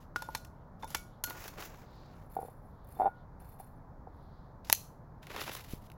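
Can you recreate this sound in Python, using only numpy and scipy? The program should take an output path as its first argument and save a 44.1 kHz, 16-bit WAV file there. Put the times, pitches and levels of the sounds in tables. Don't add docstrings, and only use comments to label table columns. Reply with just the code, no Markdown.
import sys
import numpy as np
from scipy import signal
from scipy.fft import rfft, irfft
from scipy.io import wavfile
from scipy.ndimage import uniform_filter1d

SR = 44100
rng = np.random.default_rng(int(sys.argv[2]) if len(sys.argv) > 2 else 0)


def master_out(mix):
    frames = np.transpose(np.atleast_2d(mix))
    ceiling = np.clip(frames, -1, 1)
    pcm = np.round(ceiling * 32767).astype(np.int16)
    wavfile.write(sys.argv[1], SR, pcm)


N = 263277

# [f/Hz, level/dB, t60/s with no hand inside, extra level/dB at the rim]
GLASS_MODES = [(1441, -10, .45, 4), (2245, -12, .22, -30), (3564, -10, .2, -22), (4262, -27, .25, 20),
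               (7381, -21, .1, 9), (9930, -5, .09, -4), (9560, -12, .04, -1), (11775, -21, .06, 24),
               (12835, -26, .1, 23), (13100, -18, .08, -12), (13900, -18, .07, -12), (1388, -8, .2, -30)]
# [f/Hz before the pitch factor, level/dB, t60/s]
FOOT_MODES = [(500, -11.5, 0.038), (810, 2.5, 0.036), (888, -7, 0.046), (990, -12, 0.0079)]
# [t/s, crack level/dB, ring level/dB, height 0 wall to 1 rim, hardness/dB per octave,
# foot knock level/dB, f/Hz of the mode favoured by the spot struck]
ROD_TAPS = [(0.16, -28.5, -44.5, 0.62, -4, -45, 1441), (0.221, -31.5, -54, 0.16, -0.5, -35.5, 3564),
            (0.2875, -47, -55, 0.22, -15, -32.5, 1441), (0.3487, -23.5, -51, 0.21, -1.5, -32, 3564),
            (0.4474, -41.5, -68, 0.48, 0.5, -65, 1441), (0.825, -45.5, -47.5, 0.056, -4, -50.5, 3564),
            (0.8319, -38.5, -73, 0.17, -8.5, -32, 1441), (0.8432, -40, -74.5, 1, 1.5, -32, 1441),
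            (0.903, -34.5, -61.5, 0.21, 4.5, -43, 1441), (0.9468, -18, -42, 0.013, -2.5, -36.5, 2245),
            (1.2379, -19, -45, 0.93, 3.5, -39.5, 1441), (1.304, -33, -68, 0.4, -8, -43, 1441)]
# [t/s, level/dB, f/Hz]
ROD_PINGS = [(0.16, -21.5, 1443), (0.9464, -28, 1830)]
# [t/s, level/dB, extra level/dB of the lowest foot mode]
ROCKS = [(2.366, -26.5, 5.5), (2.388, -31, 12), (2.414, -37, 3), (2.428, -38, 13.5), (2.448, -41, 12),
         (2.483, -44.5, 15.5), (2.968, -46, 9), (2.99, -38, -5), (2.998, -23, 5.5), (3.006, -21, -6),
         (3.017, -17, -11), (3.029, -25.5, -7), (3.034, -32, -11), (3.045, -25, 3), (3.0565, -19, -22),
         (3.0615, -23.5, -10), (3.0665, -23, -8), (3.0765, -22.5, -1), (3.418, -48.5, 0), (3.6, -38, 4),
         (4.071, -42, 10.5)]
# [t/s, hold/s, level/dB]
ROD_STIR = [(0, 0.023, -66.5), (.15, 0.063, -62.5), (.23, 0.11, -65), (.31, 0.07, -63.5), (.79, 0.055, -71),
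            (.87, 0.11, -56.5)]
# [t/s, hold/s, level/dB]
HAND_STROKES = [(2.12, 0.14, -79), (2.29, 0.05, -65), (2.39, 0.062, -63), (2.55, 0.13, -81),
                (2.87, 0.12, -64.5), (3.39, 0.1, -66), (3.582, 0.015, -61), (4.13, 0.12, -84.5)]
# [t/s, peak level/dB]
CRUNCHES = [(2.351, -46), (2.845, -54), (2.87, -55), (2.887, -52), (2.922, -50), (3.597, -43.5)]
# [t/s, hold/s, level/dB]
TRIGGER_CREAK = [(4.643, 0.059, -58)]
# [t/s, peak level/dB, tilt/dB per octave, t60/s, knock level/dB]
SPARKS = [(4.6989, -13.5, -1, 0.016, -21), (4.7275, -3.5, 1, 0.015, -21.5)]
# [f/Hz, level/dB, t60/s]
IGNITER_MODES = [(11400, -8, .008), (15100, -7, .008)]
# [t/s, hold/s, level/dB, tilt/dB per octave]
SLEEVE_RUBS = [(1.25, 0.085, -44, 4.1), (1.35, 0.1, -40, 4.8), (1.51, 0.015, -51.5, 2.3),
               (1.56, 0.066, -38, 4.1), (1.68, 0.097, -52, 3.9), (1.8, .4, -63, 2)]
# [t/s, peak
# level/dB, tilt/dB per octave]
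SLEEVE_FOLDS = [(1.298, -31.5, 6), (1.439, -35, 0), (1.478, -33, 2), (1.583, -39, -4.5),
                (1.603, -34.5, 2.5), (1.6223, -33, -3)]
# [t/s, hold/s, level/dB, tilt/dB per octave]
TOWEL_RUBS = [(5.215, 0.16, -58.5, -3), (5.29, 0.1, -49, -2), (5.39, 0.048, -43, -1),
              (5.462, 0.014, -43, -2), (5.505, 0.0073, -42, 2), (5.55, 0.042, -50.5, 0.5),
              (5.63, 0.057, -58.5, 1), (5.682, 0.052, -54.5, 2.5), (5.8, 0.041, -66.5, 1.5)]
# [t/s, peak level/dB, tilt/dB per octave]
TOWEL_SNAPS = [(5.2289, -46, -0.5), (5.2685, -38, -1), (5.3622, -27.5, -3), (5.3957, -29.5, -0.5),
               (5.4144, -27, -3.5), (5.5503, -28, 0.5), (5.5946, -41, -4), (5.8997, -46.5, -0.5),
               (5.917, -42.5, 2)]
# [f/Hz, gain/dB]
SUGAR_SPECTRUM = [(500, -11), (1500, 3), (3000, 0), (6000, 0.5), (10000, -5), (16000, -10)]
# [f/Hz, gain/dB]
CLOTH_SPECTRUM = [(300, 15.5), (1000, 8.5), (2000, 0), (4000, -14.5), (7000, -12), (11000, -24.5),
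                  (16000, -19.5)]
# [f/Hz, gain/dB]
SKIN_SPECTRUM = [(1200, -2), (2300, 0.5), (3000, -27), (5000, -5), (7000, -27), (9500, -0.5), (16000, -4.5)]
# [f/Hz, gain/dB]
PAPER_SPECTRUM = [(300, -4), (1000, 1.5), (2500, 1.5), (4000, -1), (7000, -7), (11000, -1.5), (16000, -12)]
# [f/Hz, gain/dB]
CRACK_SPECTRUM = [(500, -12), (1500, 3.5), (3000, -2), (6000, 0.5), (10000, 1.5), (16000, -9.5)]
# [t/s, length/s, f/Hz, level/dB before the swell]
CHIRRS = [(0.502, 0.21, 3200, -88), (1.04, 0.19, 3630, -79.5), (1.796, 0.4, 4220, -70.5),
          (2.667, 0.32, 3800, -83.5), (3.125, 0.13, 3670, -80.5), (4.068, 0.51, 4073, -79)]
# [delay/s, level/dB before the high-pass]
WALL_ECHOES = [(.0072, -19.5), (0.0207, -15.5)]
# [f/Hz, gain/dB]
TRAFFIC_SPECTRUM = [(12, -30.5), (20, -3), (150, -7.5), (301, -18.5), (337, -21.5), (377, -21.5),
                    (574, -20), (976, -20.5), (1760, -35.5), (2080, -42.5), (2800, -58), (4200, -53),
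                    (9140, -58.5), (16000, -58.5)]
BANDS_HZ = np.minimum(250 * 2 ** np.arange(0, 6.8, .5), 19500)

# (attack/s, release/dB per s)
ROD_STROKE, HAND_STROKE = (0.0047, 510), (0.011, 170)
SLEEVE_STROKE, TOWEL_STROKE, TRIGGER_STROKE = (0.025, 280), (0.015, 360), (0.0038, 4500)
FAVOURED_DB = 11.5
CONTACT_T60_S = 0.0065
PRESSED_PITCH, ROCKING_PITCH = 1.12, 0.96
HAND_DAMPING = 0.5
PUFF_S, PUFF_PEAK_DB, PUFF_WIDTH_S = 5.7365, -26.5, 0.00062
ECHO_T60_S = 0.021
YARD_DB, YARD_T60_S, YARD_LOW_HZ = -12, 0.33, 3830
CHIRR_WIDTH = 0.34
TRAFFIC_DB = -52
NOTCH_HZ, NOTCH_WIDTH_HZ, NOTCH_PASS_DB = 8645, 2420, -7
STOP_HZ = 17157


def amp(db):
    return 10 ** (np.asarray(db) / 20)


def rms_one(x):
    return x / np.sqrt(np.mean(x ** 2) + 1e-20)


def at_hz(points, hz):
    points = np.array(points)
    return np.interp(np.log(hz), np.log(points[:, 0]), points[:, 1])


def clicks(times, gains):
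    out = np.full(N, 1e-18)
    np.add.at(out, np.round(np.asarray(times) * SR).astype(int), gains)
    return out


def ring(x, hz, t60):
    r, w = amp(-60 / (t60 * SR)), 2 * np.pi * hz / SR
    return signal.lfilter([0, np.sin(w)], [1, -2 * r * np.cos(w), r * r], x)


def coloured(x, spectrum, tilt_db):
    out = 0
    for low, high in zip(BANDS_HZ, BANDS_HZ[1:]):
        hz = np.sqrt(low * high)
        band_filter = signal.butter(2, [low, high], "band", fs=SR, output="sos")
        gain = amp(at_hz(spectrum, hz) + tilt_db * np.log2(hz / 5000))
        out = signal.sosfilt(band_filter, x) * gain - out
    return out


def rub(strokes, shape, spectrum, per_s, spread_db, flutter_db):
    out, (attack, release_db) = np.zeros(N), shape
    for s, hold, level_db, *tilt_db in strokes:
        t = np.arange(int((attack + hold + 40 / release_db) * SR)) / SR
        grain_size = amp(spread_db * np.minimum(rng.exponential(1, len(t)), 3))
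        grains = (rng.random(len(t)) < per_s / SR) * grain_size
        flutter = rms_one(uniform_filter1d(rng.standard_normal(len(t)), size=400))
        turning = rms_one(uniform_filter1d(rng.standard_normal(len(t)), size=900))
        rough = rms_one((1 + grains) * rng.standard_normal(len(t))) * amp(flutter_db * flutter)
        swell = np.clip(t / attack, 0, 1) ** 2
        envelope = swell * amp(level_db - release_db * np.maximum(t - attack - hold, 0))
        stroke = coloured(rough, spectrum, sum(tilt_db) + 1.1 * turning) * envelope
        i = max(round(s * SR), 0)
        out[i:i + len(t)] += stroke[:N - i]
    return out


def burst(rows, spectrum, rise_s, lead):
    out, t = np.zeros(N), np.arange(1500) / SR
    for s, peak_db, tilt_db, t60 in rows:
        noise = rng.standard_normal(len(t)) * amp(-60 * t / t60) * (1 - np.exp(-t / rise_s))
        noise[0] = lead
        crack = coloured(noise, spectrum, tilt_db)
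        crack = amp(peak_db) * crack / np.abs(crack).max()
        i = round(s * SR)
        out[i:i + len(t)] += crack[:N - i]
    return out


def jug():
    stir = rub(ROD_STIR, ROD_STROKE, SUGAR_SPECTRUM, per_s=600, spread_db=4.0, flutter_db=3.0)
    hand = hand_in_jug()
    return stir + hand + rod_taps() + rocking() + glass(stir, hand)


def glass(stir, hand):
    s, _, ring_db, rim, hard_db, _, favoured_hz = np.transpose(ROD_TAPS)
    rock_s, rock_db, _ = np.transpose(ROCKS)
    out = np.zeros(N)
    for hz, db, t60, rim_db in GLASS_MODES:
        octaves = np.log2(hz / GLASS_MODES[0][0])
        low_wall_db = db + .3 * rim_db
        favoured = np.abs(np.log(favoured_hz / hz)) < np.log(11 / 10)
        struck_db = ring_db + db + rim * rim_db + hard_db * octaves + FAVOURED_DB * favoured
        struck = clicks(s, amp(struck_db))
        knocked = clicks(rock_s, amp(rock_db + low_wall_db - 23.5 - 10.0 * octaves))
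        flung = rng.random(N) < 150 / SR
        crystals = flung * amp(low_wall_db - 10 + 7.6 * octaves)
        out += ring(struck + knocked + crystals * stir / 2, hz, t60)
        out += ring(crystals * hand, hz, t60 * HAND_DAMPING)
    return out


def rod_taps():
    s, crack_db, _, _, hard_db, bounce_db, _ = np.transpose(ROD_TAPS)
    rows = [(a, b, c, .025) for a, b, c in zip(s, crack_db, hard_db)]
    cracks = burst(rows, CRACK_SPECTRUM, 0.00084, 0)
    pings = sum(ring(clicks([a], amp(db)), hz, 0.023) for a, db, hz in ROD_PINGS)
    return cracks + pings + bounce(s, bounce_db, 0, PRESSED_PITCH)


def hand_in_jug():
    strokes = rub(HAND_STROKES, HAND_STROKE, SKIN_SPECTRUM, per_s=150, spread_db=5.0, flutter_db=3.0)
    return strokes + burst([(a, b, 3.0, .02) for a, b in CRUNCHES], SKIN_SPECTRUM, 0.0012, 0)


def rocking():
    s, peak_db, weight_db = np.transpose(ROCKS)
    grit = burst([(a, b - 26, -9.0, .05) for a, b, _ in ROCKS], CRACK_SPECTRUM, 0.00245, 0)
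    grit = signal.sosfilt(signal.butter(6, 2600, fs=SR, output="sos"), grit)
    return bounce(s, peak_db, weight_db, ROCKING_PITCH) + grit


def bounce(times, peak_db, weight_db, pitch):
    out = 0
    mode_db = rng.normal(0, 2, (len(times), len(FOOT_MODES)))
    mode_db[:, 0] += weight_db
    for k, (hz, db, t60) in enumerate(FOOT_MODES):
        hz = hz * pitch
        contact = ring(clicks(times, amp(peak_db + db + mode_db[:, k])), hz, CONTACT_T60_S)
        out = out + ring(contact, hz, t60) * 2 * np.log(1000) / (CONTACT_T60_S * SR)
    return signal.sosfilt(signal.butter(1, [250, 1300], "band", fs=SR, output="sos"), out)


def lighter():
    s, peak_db, tilt_db, t60, knock_db = np.transpose(SPARKS)
    knock = ring(clicks(s, amp(knock_db)), 897, 0.016)
    creak = rub(TRIGGER_CREAK, TRIGGER_STROKE, SUGAR_SPECTRUM, per_s=500, spread_db=3.0, flutter_db=2.5)
    snaps = burst(zip(s, peak_db, tilt_db, t60), CRACK_SPECTRUM, .0002, 9.0)
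    return creak + snaps + knock


def igniter():
    spark_s = SPARKS[-1][0]
    return sum(ring(clicks([spark_s], amp(db)), hz, t60) for hz, db, t60 in IGNITER_MODES)


def sleeve():
    rubbing = rub(SLEEVE_RUBS, SLEEVE_STROKE, CLOTH_SPECTRUM, per_s=250, spread_db=7.0, flutter_db=2.5)
    return rubbing + burst([(a, b, c, .04) for a, b, c in SLEEVE_FOLDS], PAPER_SPECTRUM, 0.00051, 0)


def paper_towel():
    rustle = rub(TOWEL_RUBS, TOWEL_STROKE, PAPER_SPECTRUM, per_s=150, spread_db=9.0, flutter_db=3.5)
    return rustle + burst([(a, b, c, .012) for a, b, c in TOWEL_SNAPS], PAPER_SPECTRUM, 0.0002, 0)


def air_puff():
    t = np.arange(N) / SR
    return -amp(PUFF_PEAK_DB) * np.exp(-.5 * ((t - PUFF_S) / PUFF_WIDTH_S) ** 2)


def yard(x):
    t = np.arange(SR // 2) / SR
    tail = rng.standard_normal(len(t)) * amp(-60 * t / YARD_T60_S) * np.clip(t / 0.005, 0, 1)
    tail = amp(YARD_DB) * tail / np.sqrt(np.sum(tail ** 2))
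    for delay, db in WALL_ECHOES:
        echo = rng.standard_normal(len(t)) * (t > delay) * amp(-60 * np.abs(t - delay) / ECHO_T60_S)
        tail += amp(db) * echo / np.sqrt(np.sum(echo ** 2))
    tail = signal.sosfilt(signal.butter(2, YARD_LOW_HZ, "high", fs=SR, output="sos"), tail)
    return signal.fftconvolve(x, tail)[:N]


def chirring():
    out = np.zeros(N)
    for s, length, hz, db in CHIRRS:
        i, n = round(s * SR), round(length * SR)
        edges_hz = hz * (1 + CHIRR_WIDTH / 2 * np.array([-1, 1]))
        band_filter = signal.butter(2, edges_hz, "band", fs=SR, output="sos")
        noise = rms_one(signal.sosfilt(band_filter, rng.standard_normal(n)))
        out[i:i + n] += amp(db) * np.sqrt(np.hanning(n)) * noise
    return out


def traffic():
    hz = np.maximum(np.fft.rfftfreq(N, 1 / SR), 1)
    spectrum = rfft(rng.standard_normal(N)) * amp(at_hz(TRAFFIC_SPECTRUM, hz))
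    return amp(TRAFFIC_DB) * rms_one(irfft(spectrum, N))


def scene():
    near = jug() + lighter() + sleeve() + paper_towel() + air_puff()
    return (near + yard(near) + igniter() + chirring() + traffic())[None]


def record(dry):
    r, w = np.exp(-np.pi * NOTCH_WIDTH_HZ / SR), 2 * np.pi * NOTCH_HZ / SR
    numerator = (1 - r * r) / 2 * np.array([1, 0, -1])
    denominator = [1, -(1 + r * r) * np.cos(w), r * r]
    for _ in range(2):
        peak = signal.lfilter(numerator, denominator, dry)
        dry = dry - (1 - amp(NOTCH_PASS_DB)) * peak
    return signal.sosfilt(signal.cheby2(12, 60, STOP_HZ, fs=SR, output="sos"), dry)


dry = scene()
out = record(dry)
master_out(out)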